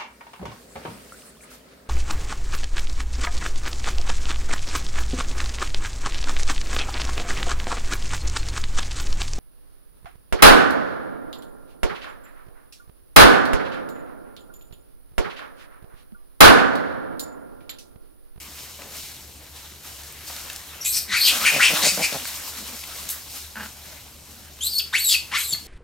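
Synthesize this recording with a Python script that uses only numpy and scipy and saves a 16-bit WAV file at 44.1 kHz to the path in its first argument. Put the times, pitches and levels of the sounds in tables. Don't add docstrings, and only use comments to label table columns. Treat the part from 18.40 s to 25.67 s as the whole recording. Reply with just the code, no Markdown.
import sys
import numpy as np
from scipy import signal
from scipy.fft import next_fast_len
from scipy.io import wavfile

SR = 44100
rng = np.random.default_rng(int(sys.argv[2]) if len(sys.argv) > 2 else 0)


def generate_wav(signal):
    frames = np.transpose(np.atleast_2d(signal))
    scaled = np.clip(frames, -1, 1) * 32767
    pcm = np.round(scaled).astype(np.int16)
    wavfile.write(sys.argv[1], SR, pcm)


def linear_from_db(decibels):
    return 10 ** (np.asarray(decibels, float) / 20)


N = 320607

# time in seconds, pitch in Hz, level in dB, roughness 0-1.
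SCREECHES = [
    [(2.69, 1950, -35, .8), (2.72, 1991, -27.5, 0.9), (2.738, 2038, -22, 1.14), (2.77, 2323, -23.5, 0.85),
     (2.808, 2450, -32.5, 0.5)],
    [(2.724, 1446, -30, 0.7), (2.742, 1540, -28.5, 0.74), (2.76, 1750, -40, 1)],
    [(2.775, 4450, -26, 0.7), (2.795, 4430, -26, .7), (2.81, 4244, -22, 0.9), (2.84, 4500, -21.5, 1),
     (2.87, 4410, -17.5, 0.9), (2.887, 4100, -15.5, 1.2), (2.905, 3720, -41, 1)],
    [(2.848, 3150, -24.5, 0.3), (2.888, 3260, -20, 0.9), (2.918, 3050, -23, 0.9)],
    [(2.88, 2800, -23, 1.1), (2.9, 2600, -23.5, 1), (2.92, 2296, -34, 1)],
    [(3.0, 1040, -34, 1.1), (3.03, 1250, -30, 0.6), (3.051, 1494, -21.5, 0.6)],
    [(3.2, 1456, -21.5, 0.73), (3.212, 1890, -18.5, 0.94), (3.225, 2377, -15, 1.1),
     (3.245, 2600, -13, 0.82), (3.28, 2770, -18.5, 1.03), (3.315, 2420, -28.5, 0.7)],
    [(3.425, 1950, -23.5, 0.64), (3.45, 2206, -19, 1), (3.48, 2460, -19, 1.2), (3.515, 2410, -28, 0.9)],
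    [(3.626, 2350, -20, 0.5), (3.645, 2426, -21, 0.63), (3.67, 2400, -31, .6)],
    [(6.918, 850, -33.5, .85), (6.94, 1080, -27, .8), (6.958, 1406, -27, .8), (6.975, 1653, -30, .9)],
    [(6.952, 1892, -23.5, .3), (6.965, 2148, -24.5, 0.3), (6.985, 2394, -28, 0.3), (7.0, 3080, -31, 0.3),
     (7.016, 3420, -29, 0.3)],
]
SCREECH_BRIGHT_DB = [2, 1, -4, -4.5, 3, 10, -5, 13.5, 6, 11, 3]
# time in seconds, pitch in Hz, level in dB, roughness 0-1.
ARCHES = [
    [(2.449, 3697, -24.5, 1), (2.48, 3900, -22.5, 0.5), (2.51, 4170, -27, 0.4), (2.54, 4340, -31, 1),
     (2.57, 4490, -25.5, 0.9), (2.6, 4490, -32, 0.8), (2.64, 4360, -40, 1)],
    [(2.412, 5600, -33, .2), (2.42, 5800, -30.5, 0), (2.428, 5640, -37, .5), (2.44, 5700, -37, .6)],
    [(6.209, 3070, -30.5, 0), (6.245, 3930, -25, 0.15), (6.27, 4094, -24, 0.26), (6.3, 4950, -33.5, 0.15),
     (6.32, 4800, -35, 0.4), (6.332, 4480, -27.5, 0.1), (6.36, 4350, -25, 0.07), (6.374, 4430, -28, 0),
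     (6.385, 4510, -17, 0)],
    [(6.53, 3640, -33, 0.2), (6.545, 3900, -32, 0.2), (6.565, 4520, -31, 0.3)],
    [(6.531, 1150, -31, 0.64), (6.542, 1900, -22.5, 0), (6.555, 2317, -18.5, 0.13), (6.572, 3050, -24, 0.2),
     (6.59, 3800, -25, 0), (6.61, 4476, -24, 0.03), (6.637, 4444, -25.5, 0), (6.652, 3900, -22, 0.04),
     (6.688, 3810, -20.5, 0)],
    [(6.975, 3710, -31, 0.72), (6.992, 4040, -29.5, 0.66), (7.04, 4125, -31, 0.97),
     (7.075, 4080, -31.5, 0.54), (7.088, 3760, -29, 0.16), (7.118, 3620, -28.5, 0.2),
     (7.13, 3250, -29, 0.3)],
]
ARCH_BRIGHT_DB = [7, 0, -2.5, -15, -0.5, 2]
# time in seconds, pitch in Hz, level in dB, roughness 0-1.
HOOKS = [
    [(6.388, 5080, -18, 0), (6.396, 3620, -28, 0.6), (6.406, 2700, -25.5, 0.16)],
    [(6.692, 3650, -22, 0.4), (6.722, 3296, -20.5, .3), (6.738, 2997, -23, 0.7), (6.752, 2545, -18.5, 0.2)],
    [(7.125, 4620, -27, 0.1), (7.137, 4290, -19.5, 0.07), (7.142, 4170, -33, 0.7), (7.1435, 2110, -46, .8),
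     (7.147, 2040, -34, 0.9), (7.151, 1750, -39, 0.9)],
]
HOOK_BRIGHT_DB = [-11, -4, -10]
# attack in seconds, release in seconds, tilt in dB per harmonic.
GLIDE_KINDS = [
    (.016, 0.013, -1.7),
    (.005, 0.017, -1.5),
    (0.0036, 0.0063, 1),
]
# peak in seconds, rise in seconds, fall in seconds, pitch in Hz, level in dB.
SHRIEKS = [
    (2.565, .05, 0.036, 2662, -20.5),
]
# peak in seconds, rise in seconds, fall in seconds, pitch in Hz, level in dB.
CRIES = [
    (2.459, .012, 0.027, 2464, -31.5),
    (6.545, 0.015, 0.02, 1903, -31.5),
    (6.95, 0.0036, 0.0088, 1860, -22),
]
# peak in seconds, rise in seconds, fall in seconds, pitch in Hz, level in dB.
RASPS = [
    (3.15, .035, 0.037, 2494, -23),
    (7.02, .03, .025, 2400, -38),
    (6.725, 0.046, 0.035, 4575, -19.5),
    (6.7, .013, 0.047, 3900, -22.5),
    (6.962, .015, .02, 4200, -37),
]
# peak in seconds, rise in seconds, fall in seconds, pitch in Hz, level in dB.
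PIPS = [
    (3.068, .015, 0.026, 2300, -12.5),
    (3.092, 0.013, 0.017, 2450, -15.5),
    (2.57, .03, .025, 2450, -37.5),
]
# roughness 0-1, extra overtones in dB, tilt in dB, glide as share of pitch per second.
VOICES = [
    (0.6, 36, -2.5, -0.28),
    (0.3, 9.5, -5, 0.21),
    (0.86, -3, -5, -0.62),
    (0.5, -6, 2, 0.41),
]
# pitch in Hz, second harmonic in dB, slope above it in dB.
MOUTH = [(1350, -8, -4), (1850, -3, -7), (2350, -9, -1.5), (3000, -4, -1.5), (3800, 7, -3), (4200, 0.1, 4),
         (4520, -10, 6), (5700, -7, 0)]
# start in seconds, length in seconds, pitch in Hz, level in dB, mouth opening 0-1.
GRUNTS = [(2.674, 0.087, 201, -44, 0), (2.864, 0.23, 230, -42.5, 0), (3.116, 0.095, 148.5, -29, 0.43),
          (3.292, 0.067, 164, -29, 0.34), (3.421, 0.074, 170, -27, 0.45), (3.5, 0.1, 178.5, -41, 0.1),
          (3.57, 0.06, 165.7, -26, 0.48), (3.718, 0.062, 146.9, -30.5, 0.44), (3.791, 0.061, 259.6, -44, 0),
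          (4.157, 0.1, 217.7, -45, 0), (4.277, 0.1, 256.6, -44, 0.13), (4.584, 0.1, 192.4, -49.5, 0),
          (5.148, 0.12, 216.2, -32.5, 0.91), (5.474, 0.11, 320, -49.5, 0.67)]
# centre in Hz, width in Hz, level in dB.
THROAT_SHUT = [(230, 91, -11), (620, 375, 7), (980, 150, -25), (2600, 460, -15)]
# centre in Hz, width in Hz, level in dB.
THROAT_OPEN = [(207, 110, -6), (894, 380, -7), (1120, 100, -17), (1480, 480, -2), (2820, 850, -16),
               (4750, 710, -21)]
# time in seconds, level in dB.
STIR = [(0, -40.5), (.9, -46), (1.8, -47), (2.66, -47), (2.82, -31), (2.95, -24), (3.52, -26), (3.8, -33.5),
        (4.5, -39), (5.16, -45.5), (5.8, -48), (6.2, -47), (6.85, -43.5), (7.27, -44)]
# peak in seconds, rise in seconds, fall in seconds, level in dB.
STROKES = [(.2, 0.16, 0.42, -43), (.57, 0.093, 0.21, -34.5), (1.16, 0.028, 0.23, -42),
           (1.452, 0.023, 0.36, -40), (1.679, 0.044, 0.034, -43), (1.88, 0.027, 0.27, -34.5),
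           (2.04, 0.59, 1, -40), (3.02, .07, 0.24, -41), (3.37, 0.08, 0.2, -23), (3.49, 0.061, 0.04, -25),
           (3.66, 0.091, 0.025, -28), (3.74, 0.052, 0.088, -28.5), (3.88, 0.039, 0.045, -30),
           (3.96, 0.038, 0.057, -32), (4.085, 0.045, 0.034, -32.5), (4.185, 0.028, 0.03, -30),
           (4.28, 0.027, 0.044, -36), (4.36, 0.041, .1, -37.5), (4.58, 0.22, 0.41, -36),
           (4.968, 0.1, 0.12, -35), (5.24, 0.055, 0.097, -37.5), (5.5, 0.33, 0.31, -43),
           (5.9, 0.095, 0.51, -46.5)]
# frequency in Hz, level in dB per Hz.
DULL = [(180, -34), (300, 2.5), (385, -18), (473, -7.5), (669, -6), (887, -4), (4000, -3), (5200, -34),
        (8800, -120)]
# frequency in Hz, level in dB per Hz.
CRISP = [(1180, -33), (2000, -3), (2300, -7.5), (3010, -7.5), (4450, -4), (6200, -6.5), (8780, -7),
         (11000, -10.5), (12400, -6), (14400, -6.5), (16000, -15)]
# frequency in Hz, correlation 0-1.
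LIKENESS = [(50, 0.99), (300, 0.64), (2000, 0.68), (8000, 0.54), (10800, 0.24), (11500, 0.24)]
# start in seconds, peak in dB, centre in Hz.
SNAPS = [(0.19, -35, 3410), (0.419, -30.5, 1860), (0.4794, -51, 4260), (1.0083, -50, 5540),
         (1.1694, -48, 4870), (1.321, -37, 1590), (1.6344, -31.5, 5540), (1.724, -34, 12100),
         (1.9633, -24.5, 4700), (2.0996, -24, 2320), (2.1306, -27, 6450), (2.161, -21.5, 5860),
         (3.7276, -20, 2550), (3.8543, -20, 1820), (4.439, -26, 2110), (4.69, -17, 8800)]
# start in seconds, peak in dB, centre in Hz, decay in seconds.
THUDS = [
    (0.39, -38, 330, 1),
    (1.9, -29, 660, 0.068),
    (6.921, -41, 150, 0.19),
    (7.125, -35, 96, 0.2),
    (4.7, -18, 18000, 0.21),
]
# frequency in Hz, level in dB.
HUM = [(71.8, -53.5), (78.6, -57.5), (143.8, -65)]
# frequency in Hz, level in dB per Hz.
RUMBLE = [(12, -45), (20, -8), (48, -10.5), (75, -5), (95, -4.5), (119, -8), (195, -10), (293, -10.5),
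          (1000, -19), (1300, -48), (2200, -120)]

CUTOFF_HZ = 16000
SILENT_DB = -22
SWELL_DB, EDGE_DB, EDGE_POWER = 7.5, 24, 9.7
BREATH_DB, BREATH_LOW_SHARE, BREATH_TOP_HZ = -9.5, 0.9, 9600
OLDER_FROM_S, OLDER_UNTIL_S = 2.97, 3.7
OLDER_TOP_HZ, OLDER_BREATH_DB = 9600, 1
GRUNT_ROUGHNESS = 0.45
STROKE_FADE_DB = 11.5
STIR_DULL_DB, STROKE_DULL_DB = -5.5, -7.5
HEAVY_DB_PER_S = 5.5
HEAVY_DB = -10.5
SNAP_T60_S, FOREST_T60_S = 0.019, 0.27
ECHO_DB, RUMBLE_DB = -3.5, -52
SCREAM_PAN_DB, LEAF_PAN_DB = 2.5, 1.34
LEFT_LEAD = 0.2


def rms_one(x):
    return x / np.sqrt(np.mean(x ** 2) + 1e-20)


def wobble(rate_hz, count=N):
    r = np.exp(-2 * np.pi * rate_hz / SR)
    settle = 4000
    drift = signal.lfilter([1], [1, -2 * r, r * r], rng.standard_normal(count + settle))
    return rms_one(drift[settle:])


def resonance(x, hz, width_hz):
    r = np.exp(-np.pi * width_hz / SR)
    poles = [1, -2 * r * np.cos(2 * np.pi * hz / SR), r * r]
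    return signal.lfilter((1 - r * r) / 2 * np.array([1, 0, -1]), poles, x)


def butter(x, order, hz, kind="low"):
    return signal.sosfilt(signal.butter(order, hz, kind, fs=SR, output="sos"), x)


def pan(x, db):
    return x * linear_from_db(np.array([[db / 2], [-db / 2]]))


def glide(rows, bright_db, attack_s, release_s, tilt_db):
    first, last = np.array(rows[0]), np.array(rows[-1])
    opening = first + [-attack_s, 0, SILENT_DB, 0]
    closing = last + [release_s, 0, SILENT_DB, 0]
    s, *columns = np.transpose([opening, *rows, closing])
    at = np.arange(int(s[0] * SR), int(s[-1] * SR))
    pitch, level_db, rough = [np.interp(at / SR, s, column) for column in columns]
    return at, pitch, level_db, rough, bright_db, tilt_db


def note(peak_s, rise_s, fall_s, hz, level_db, rough, bright_db, tilt_db, glide_per_s):
    at = np.arange(int((peak_s - rise_s) * SR), int((peak_s + fall_s) * SR))
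    since = at / SR - peak_s
    away = np.abs(since) / np.where(since < 0, rise_s, fall_s)
    pitch = hz * (1 + glide_per_s * since)
    level_db = level_db - SWELL_DB * away - EDGE_DB * away ** EDGE_POWER
    return at, pitch, level_db, rough, bright_db, tilt_db


def calls():
    result = []
    brightness = (SCREECH_BRIGHT_DB, ARCH_BRIGHT_DB, HOOK_BRIGHT_DB)
    for curves, bright, kind in zip((SCREECHES, ARCHES, HOOKS), brightness, GLIDE_KINDS):
        result += [glide(rows, bright_db, *kind) for rows, bright_db in zip(curves, bright)]
    for notes, voice in zip((SHRIEKS, CRIES, RASPS, PIPS), VOICES):
        result += [note(*row, *voice) for row in notes]
    return result


def overtones(phase, pitch, second_db, slope_db, strength):
    order = np.arange(1, 9)[:, None]
    gains = linear_from_db(second_db * (order > 1) + slope_db * np.maximum(order - 2, 0))
    gains = gains * (order * pitch < CUTOFF_HZ)
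    total = (gains * strength * np.sin(order * phase)).sum(0)
    return np.sqrt(2) * total / np.sqrt((gains ** 2).sum(0))


def clear_tone(pitch, chaos, second_db, slope_db):
    count = len(pitch)
    slack = np.clip((2900 - pitch) / 500, 0, 1)
    flutter = 1 + 0.6 * slack * wobble(250, count)
    shake = 0.004 * wobble(100, count) + (0.02 * chaos ** 2 + 0.022 * slack) * wobble(400, count)
    phase = 2 * np.pi * np.cumsum(pitch * (1 + shake)) / SR
    above = np.arange(8)[:, None]
    low_pitch = np.clip((3700 - pitch) / 900, 0, 1)
    clear = linear_from_db(-7 * np.maximum(above - 2, 0)) * linear_from_db(-10 * low_pitch * (above > 0))
    return flutter * overtones(phase, pitch, second_db, slope_db, clear)


def rasping(pitch, second_db, slope_db):
    count = len(pitch)
    slowest_hz = min(400, 0.16 * pitch.mean())
    erratic = np.array([wobble(slowest_hz + 250 * k, count) for k in range(8)])
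    smeared = 2 * np.pi * np.cumsum(pitch * (1 + 0.045 * wobble(700, count))) / SR
    rasp = overtones(smeared, pitch, second_db - 0.5, slope_db + 1.0, erratic)
    return rasp + 0.29 * resonance(rasp, 3200, 1900)


def screams():
    young, older = np.zeros((2, N))
    mouth_hz, second, slope = np.transpose(MOUTH)
    for at, pitch, level_db, rough, bright_db, tilt_db in calls():
        is_older = OLDER_FROM_S < at[0] / SR < OLDER_UNTIL_S
        out = older if is_older else young
        second_db = np.interp(pitch, mouth_hz, second) + bright_db
        slope_db = np.interp(pitch, mouth_hz, slope) + tilt_db
        chaos = np.clip(rough, 0.001, 0.999)
        tone_db = level_db + 10 * np.log10(1 - chaos) + 1.2 * wobble(150, len(at))
        rasp_db = level_db + 10 * np.log10(chaos) + 1.3 * wobble(40, len(at))
        out[at] += clear_tone(pitch, chaos, second_db, slope_db) * linear_from_db(tone_db)
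        out[at] += rasping(pitch, second_db, slope_db) * linear_from_db(rasp_db)
        breath_band = [BREATH_LOW_SHARE * pitch.mean(), BREATH_TOP_HZ]
        air = butter(rng.standard_normal(len(at)), 2, breath_band, "band")
        out[at] += air * linear_from_db(level_db + BREATH_DB + OLDER_BREATH_DB * is_older)
    deep = older + 0.73 * resonance(older, 9350, 1100) + 0.2 * resonance(older, 6400, 2200)
    return butter(young + butter(deep, 6, OLDER_TOP_HZ), 5, [850, 14500], "band")


def throat(source, peaks):
    out = 0
    for k, (hz, width_hz, db) in enumerate(peaks):
        ring = resonance(resonance(source, hz, width_hz), hz, 1.08 * width_hz)
        out = out + linear_from_db(db) * ring * (-1) ** k
    return rms_one(out)


def grunts():
    out, rough = np.zeros(N), GRUNT_ROUGHNESS
    for s, length, pitch, level_db, mouth in GRUNTS:
        size, start = int(length * SR), int(s * SR)
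        along = np.linspace(0, 1, size)
        falling = pitch * (1.05 - 0.14 * along)
        cycles = np.cumsum(falling * (1 + 0.15 * rough * wobble(80, size))) / SR
        pulses = np.diff(np.floor(cycles), prepend=0) * linear_from_db(9.0 * rough * rng.standard_normal(size))
        breath = rng.standard_normal(size) * (cycles % 1 < 0.55)
        source = (1 - rough) * rms_one(pulses) + rough * breath
        low = rms_one(resonance(source, pitch, 140))
        mouth = np.clip(mouth, 0, 1)
        voice = (1 - mouth) ** 2 * low + 2 * mouth * (1 - mouth) * throat(source, THROAT_SHUT)
        voice = voice + mouth ** 2.16 * throat(source, THROAT_OPEN)
        out[start:start + size] += linear_from_db(level_db) * rms_one(voice) * np.sin(np.pi * along) ** 0.52
    return butter(out, 4, 125, "high")


def raking():
    time = np.arange(0, N, 40) / SR
    stir = linear_from_db(2 * np.interp(time, *np.transpose(STIR)))
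    peak_s, rise_s, fall_s, db = np.transpose(STROKES)[:, :, None]
    away = np.abs(time - peak_s) / np.where(time < peak_s, rise_s, fall_s)
    stroke = linear_from_db(2 * (db - STROKE_FADE_DB * away))
    crisp = stir + stroke.sum(0)
    heavy = linear_from_db(2 * (STROKE_DULL_DB + HEAVY_DB_PER_S * fall_s))
    dull = stir * linear_from_db(2 * STIR_DULL_DB) + (stroke * heavy).sum(0)
    return [np.interp(np.arange(N) / SR, time, np.sqrt(power)) for power in (crisp, dull)]


def at_hz(points, hz):
    points_hz, values = np.transpose(points)
    return np.interp(np.log(hz), np.log(points_hz), values)


def banded(white, spectrum, low_hz, high_hz, patchy_db):
    out, together = 0, wobble(16)
    edges = np.geomspace(low_hz, high_hz, int(3 * np.log2(high_hz / low_hz)) + 1)
    for k, (low, high) in enumerate(zip(edges, edges[1:])):
        mid, side = butter(white[k % 2], 2, [low, high], "band")
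        hz = np.sqrt(low * high)
        alike = np.clip(at_hz(LIKENESS, hz), -1, 1)
        gain = linear_from_db(at_hz(spectrum, hz) + patchy_db * (together + 1.53 * wobble(9.5)))
        out = out + gain * (np.sqrt(1 + alike) * mid + np.sqrt(1 - alike) * side * [[1], [-1]])
    return rms_one(out)


def leaves():
    crisp, dull = raking()
    crack_size = linear_from_db(2.6 * np.minimum(rng.exponential(1, N), 3.6))
    cracks = (rng.random(N) < 1500 / SR) * crack_size
    white = rng.standard_normal((2, 2, N)) * (1 + 0.34 * rms_one(cracks))
    hiss = banded(white[::-1], CRISP, 2209, 18350, patchy_db=0.5)
    hiss = hiss - np.clip(crisp / linear_from_db(HEAVY_DB), 0, 0.6) * resonance(hiss, 14600, 6000)
    return dull * banded(white, DULL, 281.0, 4168, patchy_db=1.5) + crisp * hiss


def snaps():
    size = 9000
    out, after = np.zeros(N + size), np.arange(size) / SR
    events = [(*snap, SNAP_T60_S) for snap in SNAPS] + THUDS
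    for s, peak_db, hz, t60 in events:
        start = int(s * SR)
        burst = resonance(rng.standard_normal(size) * linear_from_db(-60 * after / t60), hz, 1.1 * hz)
        out[start:start + size] += linear_from_db(peak_db + 3.0) * burst / np.abs(burst).max()
    return out[:N]


def forest(x):
    after = np.arange(int(0.6 * SR)) / SR
    sparse = rng.random((3, len(after))) < 0.08
    shared, left, right = rng.standard_normal((3, len(after))) * sparse
    decay = linear_from_db(-60 * after / FOREST_T60_S) * (after > 0.004)
    tail = np.array([1.1 * shared + left, 1.3 * shared + right]) * decay
    tail = tail / np.sqrt((tail ** 2).sum(1, keepdims=True))
    return signal.fftconvolve(x[None], tail, axes=1)[:, :N]


def motor():
    time, lines = np.arange(N) / SR, 0
    for hz, db in HUM:
        phase = 2 * np.pi * hz * time + 1.35 * wobble(0.76)
        lines = lines + np.sqrt(2) * linear_from_db(db + 2.2 * wobble(3.7)) * np.sin(phase)
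    rumble = banded(rng.standard_normal((2, 2, N)), RUMBLE, 20, 1019, patchy_db=1.5)
    return pan(lines, 2.2) + linear_from_db(RUMBLE_DB) * rumble


def scene():
    young, adult, twigs = screams(), grunts(), snaps()
    near = pan(young, SCREAM_PAN_DB) + pan(adult, 0.3) + pan(twigs, 3.0)
    echo = linear_from_db(ECHO_DB) * forest(young + 0.3 * adult + 0.6 * twigs)
    ground = near + pan(echo, SCREAM_PAN_DB) + pan(leaves(), LEAF_PAN_DB)
    return ground - 0.84 * resonance(ground, 351, 103) + motor()


def band_limit(x):
    return signal.sosfilt(signal.butter(12, 16970, fs=SR, output="sos"), x)


def record(dry):
    dry = np.tanh(dry / 0.95) * 0.95
    mid, side = (dry[0] + dry[1]) / 2, (dry[0] - dry[1]) / 2
    above_bass = signal.sosfiltfilt(signal.butter(2, 190, "high", fs=SR, output="sos"), mid)
    quarter_turn = signal.hilbert(above_bass, next_fast_len(N))[:N].imag
    side = side - LEFT_LEAD * quarter_turn
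    mono_top = signal.cheby2(10, 12, 11300, fs=SR, output="sos")
    side = 0.13 * side + 0.87 * signal.sosfiltfilt(mono_top, side)
    top_cut = signal.ellip(12, 0.5, 60, CUTOFF_HZ - 150, fs=SR, output="sos")
    mix = signal.sosfilt(top_cut, np.array([mid + side, mid - side]))
    return band_limit(mix)


dry = scene()
out = record(dry)
generate_wav(out)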